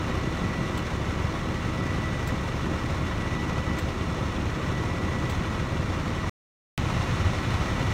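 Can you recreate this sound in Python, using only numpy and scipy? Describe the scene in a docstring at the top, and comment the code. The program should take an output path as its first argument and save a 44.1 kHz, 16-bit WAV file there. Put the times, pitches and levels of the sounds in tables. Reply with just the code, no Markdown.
"""Diesel idle in a truck cab

A six-cylinder diesel idles at 700 rpm; its firings boom and clatter through the parked truck's panels.
About every 1.5 s a load lets go: the engine picks up a touch, an accessory whine swells, and a valve
spits air as the load returns. Fittings rattle lightly and two dull thumps poke through.
Late on, the sound cuts out for half a second and comes back louder with a click."""
import sys
import numpy as np
from scipy import signal
from scipy.fft import rfft, irfft, next_fast_len
from scipy.io import wavfile

SR = 44100
rng = np.random.default_rng(int(sys.argv[2]) if len(sys.argv) > 2 else 0)


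def wav_record(signal):
    """Record a signal, one row per channel, as 16-bit PCM in the file named by sys.argv[1]."""
    frames = np.transpose(np.atleast_2d(signal))
    bounded = np.clip(frames, -1, 1)
    # unit amplitude maps onto the largest positive 16-bit level
    quanta = np.round(bounded * 32767).astype(np.int16)
    wavfile.write(sys.argv[1], SR, quanta)


N = 349713

FIRING_HZ, SPEED_RISE = 34.94, 0.005  # firing rate under load; fraction it gains with the load off
WHINE_HZ, WHINE_RISE = 1945.5, 0.009  # whine pitch under load; fraction it gains with the load off

# exhaust and block tones: firing_multiple, level_db
ENGINE_ORDERS = [(1, -42.5), (1.5, -47), (2, -39), (2.5, -44.5), (3, -47), (4.5, -50.5), (5, -44.5)]
# the cab's broad, dark EQ: frequency_hz, gain_db
CAB_EQ = [(22, -26), (31, -13.5), (43, -10), (62, -5.5), (88, 2), (150, -3), (280, -8), (450, -15),
          (700, -18.5), (1600, -24), (3000, -30), (4900, -36.5), (6400, -37), (10400, -53.5),
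          (15500, -56.5)]
# panel and air resonances, and the notches between them: centre_hz, width_hz, gain_db
CAB_RESONANCES = [(98.5, 10, 1.5), (129.5, 9, 4), (186, 12, 3), (225, 44, 2), (318.3, 32.6, 5.5),
                  (376.4, 32, 5), (440, 30, 2), (530, 69, 5), (578, 22, -3), (620, 20, -2), (670, 26, -1),
                  (1097, 354, 5.5), (1252, 37, -4), (1315, 92, 5), (1424, 27, 2.5), (1436, 20, -1),
                  (1477, 34, 3.5), (1807, 40, 3.5), (1895, 28, 3.5), (1960, 99, 7), (2138, 60, 4.5),
                  (2330, 170, 2.5), (2485, 80, 3.5), (2752, 76, 5.5), (2982, 45, 1), (2996, 40, 4.5),
                  (3143, 44, 0), (3386, 50, 0.5), (3450, 69, 7.5), (3680, 170, 4), (3830, 82, 4),
                  (4126, 120, 4), (4960, 120, -5.5), (5340, 110, 3), (5560, 150, 2.5), (6130, 130, 2),
                  (6370, 150, 1.5), (7930, 130, 0), (9200, 1200, 2)]
# faint gear tones under load: pitch_hz, level_db
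GEAR_TONES = [(500, -55.5), (597, -57.5), (638, -52.5), (1100, -55), (1290, -56.5), (2242, -57.5)]
# each spell with the load off, and the air spit that ends it:
# release_s, return_s, whine_db, spit_db, spit_attack_s, spit_decay_s, spit_tilt_db_per_octave
LOAD_RELEASES = [(0.14, 0.774, -46, -35.5, 0.00034, 0.012, -2), (1.733, 2.273, -43.5, -37, .0005, .013, 0),
                 (3.19, 3.786, -44, -37, .0006, 0.014, -1), (4.67, 5.294, -44, -34, .002, 0.018, -3),
                 (6.203, 6.729, -47, -38, .0005, .012, 0), (7.687, 8.242, -45, -36, .0005, .013, 0)]
# the bright EQ of the air spit: frequency_hz, gain_db
SPIT_EQ = [(1000, -5), (3000, 4), (6800, -5.5), (7500, 3), (8000, 0.5), (8600, -9.5), (10500, -12),
           (13000, -7), (16000, -8)]
# dull thumps in the cab: start_s, level_db, pitch_hz, decay_s
CAB_THUMPS = [(1.239, -12, 100, .014), (7.247, -15.5, 91, 0.023)]
# the lift in the mix after the silence: frequency_hz, gain_db
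LIFT_EQ = [(35, 3.5), (65, 1), (105, 4.5), (175, 0.4), (290, 0.5), (400, -1.5), (750, 2.6), (1100, 1.5),
           (2500, 3), (6000, 3), (15000, 2.5)]


def amp(db):
    """Decibels to gain."""
    return 10 ** (np.asarray(db) / 20)


def unit(x):
    """Scales to rms 1."""
    return x / np.sqrt(np.mean(x ** 2) + 1e-20)


def eq_db(points, hz):
    """An EQ curve: straight lines between points on a log-frequency axis."""
    point_hz, gain_db = np.transpose(points)
    return np.interp(np.log(hz + 1), np.log(point_hz), gain_db)


def colour(x, db_at):
    """Zero-phase EQ; db_at gives the gain in dB at each frequency."""
    size = next_fast_len(N + SR // 4)
    return irfft(rfft(x, size) * amp(db_at(np.fft.rfftfreq(size, 1 / SR))), size)[:N]


def ring(x, db_at):
    """Minimum-phase EQ: resonances ring on after each hit."""
    size = next_fast_len(N + SR // 4)
    hz = abs(np.fft.fftfreq(size, 1 / SR))
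    log_gain = np.log(amp(np.maximum(db_at(hz), -120)))
    response = np.exp(np.conj(signal.hilbert(log_gain)))[:size // 2 + 1]
    return irfft(rfft(x, size) * response, size)[:N]


def wander(rate_hz):
    """A smooth random modulator of rms 1, rolled off above rate_hz."""
    return unit(colour(rng.standard_normal(N), lambda hz: -20 * np.log10(1 + (hz / rate_hz) ** 2)))


def cab_db(hz):
    """The path from engine to cab: a dark EQ with bell-shaped panel resonances."""
    bells_db = sum(db * 0.5 ** ((2 * (hz - centre) / width) ** 2) for centre, width, db in CAB_RESONANCES)
    return eq_db(CAB_EQ, hz) + bells_db


def ripple_db(hz, depth_db=2.35, spacing_hz=28):
    """The cab's countless small modes: a random fine ripple in the EQ, deeper toward the treble."""
    knots = np.arange(0, SR / 2, spacing_hz)
    heights = np.clip(rng.standard_normal(len(knots)), -2, 2)
    return depth_db * np.interp(hz, knots, heights) * hz / (hz + 3000)


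def hum(firings, level_waver=0.14, phase_waver=0.11):
    """Exhaust and block drone at multiples of the firing rate; higher tones waver more in phase."""
    out = np.zeros(N)
    for order, db in ENGINE_ORDERS:
        phase = 2 * np.pi * (order * firings + rng.random()) + phase_waver * order * wander(1.6)
        out += amp(db) * np.sqrt(2) * (1 + level_waver * wander(5.8)) * np.sin(phase)
    return out


def impacts(cycles, count, decay_gaps, uneven_db, chance_db):
    """Envelope of count unevenly spaced hits per engine cycle, with repeating accents plus chance."""
    places = (np.arange(count) + rng.random(count) / 2) / count
    hit_cycles = (np.arange(-1, 50)[:, None] + places).ravel()
    latest = np.searchsorted(hit_cycles, cycles) - 1
    accent = rng.uniform(-1, 1, count)
    chance = rng.uniform(-1, 1, len(hit_cycles))
    strength = amp(uneven_db * accent[latest % count] + chance_db * chance[latest])
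    age_gaps = (cycles - hit_cycles[latest]) * count  # in mean gaps between hits
    return unit(strength * np.exp(-age_gaps / decay_gaps))


def chug(cycles, firing_db=-0.03, crank_db=0.18):
    """A faint tremolo from the six firings and two crank turns of each cycle."""
    phase = 2 * np.pi * cycles
    return amp(firing_db * np.cos(6 * phase) + crank_db * np.cos(2 * phase))


def boom(cycles, level_db=-30, lowpass_hz=650, punch=0.25, repeat_share=0.14):
    """Combustion rumble through the cab: six firings a cycle, with part of the pressure wave looping."""
    wave = rng.standard_normal(SR // 6)
    loop = unit(np.interp(cycles % 1, np.linspace(0, 1, len(wave)), wave))
    pressure = np.sqrt(repeat_share) * loop + np.sqrt(1 - repeat_share) * rng.standard_normal(N)
    hits = impacts(cycles, count=6, decay_gaps=0.45, uneven_db=3.5, chance_db=1.5)
    drive = chug(cycles) * np.sqrt(0.5 + punch * hits ** 2)
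    in_cab = ring(drive * pressure, lambda hz: cab_db(hz) - 10 * np.log10(1 + (hz / lowpass_hz) ** 4))
    return amp(level_db) * unit(in_cab)


def clatter(cycles, level_db=-36, highpass_hz=650, punch=0.22, flutter_db=0.68, swell_db=0.6):
    """Injectors and valves strike eighteen times a cycle over a bed of mechanical hiss."""
    hits = impacts(cycles, count=18, decay_gaps=0.7, uneven_db=-1.5, chance_db=10.5)
    drive = chug(cycles) * np.sqrt(2 + punch * hits ** 2)
    drive *= amp(flutter_db * wander(150) + swell_db * wander(22))
    in_cab = ring(drive * rng.standard_normal(N),
                  lambda hz: cab_db(hz) + ripple_db(hz) - 10 * np.log10(1 + (highpass_hz / (hz + 1)) ** 4))
    return amp(level_db) * unit(in_cab)


def rattle(level_db=-48, hits_per_s=70, spread_db=3.5, ring_s=0.0079):
    """Loose fittings tap at random; each tap rings its own mix of the narrow panel resonances."""
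    t = np.arange(SR // 12) / SR
    taps = (rng.random(N) < hits_per_s / SR) * amp(spread_db * rng.uniform(-0.59, 1, N))
    modes_hz = [hz for hz, width, db in CAB_RESONANCES if 1200 < hz < 4000 and width < 120 and db > 0]
    out = np.zeros(N)
    for hz in modes_hz:
        mode = amp(eq_db(CAB_EQ, hz)) * np.exp(-t / ring_s) * np.sin(2 * np.pi * hz * t)
        out += signal.oaconvolve(taps * rng.standard_normal(N), mode)[:N]
    return amp(level_db) * unit(out)


def gear_tone(hz, drift_hz=0.7, flutter_db=1.2):
    """A gear sings one sine tone, slightly shaky in pitch and level."""
    phase = 2 * np.pi * np.cumsum(hz + drift_hz * wander(10)) / SR
    return unit(amp(flutter_db * wander(21)) * np.sin(phase))


def whine(releases, firings, loaded_db=-51, jolt=0.005, throb_db=0.5, flutter_db=0.7):
    """An accessory whines, jolted by each firing; off load it swells and bends up with the gear tones."""
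    speed = 1 + WHINE_RISE * releases.sum(0)
    firing_phase = 2 * np.pi * firings
    swell_db = sum((whine_db - loaded_db) * load_off ** 2.2
                   for (_, _, whine_db, *_), load_off in zip(LOAD_RELEASES, releases))
    level_db = loaded_db + swell_db + throb_db * np.sin(firing_phase) + flutter_db * wander(12)
    accessory = amp(level_db) * gear_tone(WHINE_HZ * speed * (1 - jolt * np.cos(firing_phase)))
    gears = sum(amp(db) * gear_tone(hz * speed) for hz, db in GEAR_TONES)
    return accessory + gears


def release_envelopes(t, rise_s=0.2, hold_s=0.03, fall_s=0.099):
    """One envelope per release: 0 under load, ramping to 1 as it lets go, sagging after it returns."""
    envelopes = []
    for release_s, return_s, *_ in LOAD_RELEASES:
        rise = np.clip((t - release_s) / rise_s + 0.5, 0, 1)
        fall = np.clip(1 - (t - return_s - hold_s) / fall_s, 0, 1)
        envelopes.append(rise * fall)
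    return np.array(envelopes)


def valve_spits(t, sputter_db=0.5):
    """A valve lets out a short, sputtering spit of air each time the load returns."""
    out = np.zeros(N)
    for _, return_s, _, db, attack_s, decay_s, tilt in LOAD_RELEASES:
        age = np.maximum(t - return_s, 0)
        envelope = (1 - np.exp(-age / attack_s)) * np.exp(-age / decay_s)
        air = colour(rng.standard_normal(N),
                     lambda hz: eq_db(SPIT_EQ, hz) + tilt * np.log2((hz + 100) / 6000))
        out += amp(db) * envelope * unit(air)
    return out * amp(sputter_db * wander(300))


def thumps(t, attack_s=0.0046):
    """Two dull thumps poke out of the rumble: low, soft-edged sines that die fast."""
    out = np.zeros(N)
    for start_s, db, hz, decay_s in CAB_THUMPS:
        age = np.maximum(t - start_s, 0)
        envelope = (1 - np.exp(-age / attack_s)) ** 2 * np.exp(-age / decay_s)
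        out += amp(db) * envelope * np.sin(2 * np.pi * hz * age)
    return out


def scene(rumble_swell_db=0.5):
    """The mono mix: with the load off, the engine runs a touch faster and its rumble swells."""
    t = np.arange(N) / SR
    releases = release_envelopes(t)
    load_off = releases.sum(0)
    firings = np.cumsum(FIRING_HZ * (1 + SPEED_RISE * load_off)) / SR  # running count
    cycles = firings / 6
    engine = hum(firings) + amp(rumble_swell_db * load_off) * boom(cycles) + clatter(cycles)
    return (engine + rattle() + whine(releases, firings) + valve_spits(t) + thumps(t))[None]


def record(dry, cut_s=6.295, resume_s=6.778, click_db=-13.5, click_s=0.0003, click_hz=2400, top_hz=15780):
    """The mix cuts out and comes back louder with a click; a steep low-pass trims the top end."""
    t = np.arange(N) / SR
    age = np.maximum(t - resume_s, 0)
    click = amp(click_db) * np.exp(-age / click_s) * np.cos(2 * np.pi * click_hz * age)
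    louder = colour(dry[0], lambda hz: eq_db(LIFT_EQ, hz))
    mix = dry[0] * (t < cut_s) + (louder + click) * (t >= resume_s)
    lowpass = signal.firwin(511, top_hz, window=("kaiser", 9), fs=SR)
    return signal.oaconvolve(mix, lowpass, "same")[None]


dry = scene()
out = record(dry)
wav_record(out)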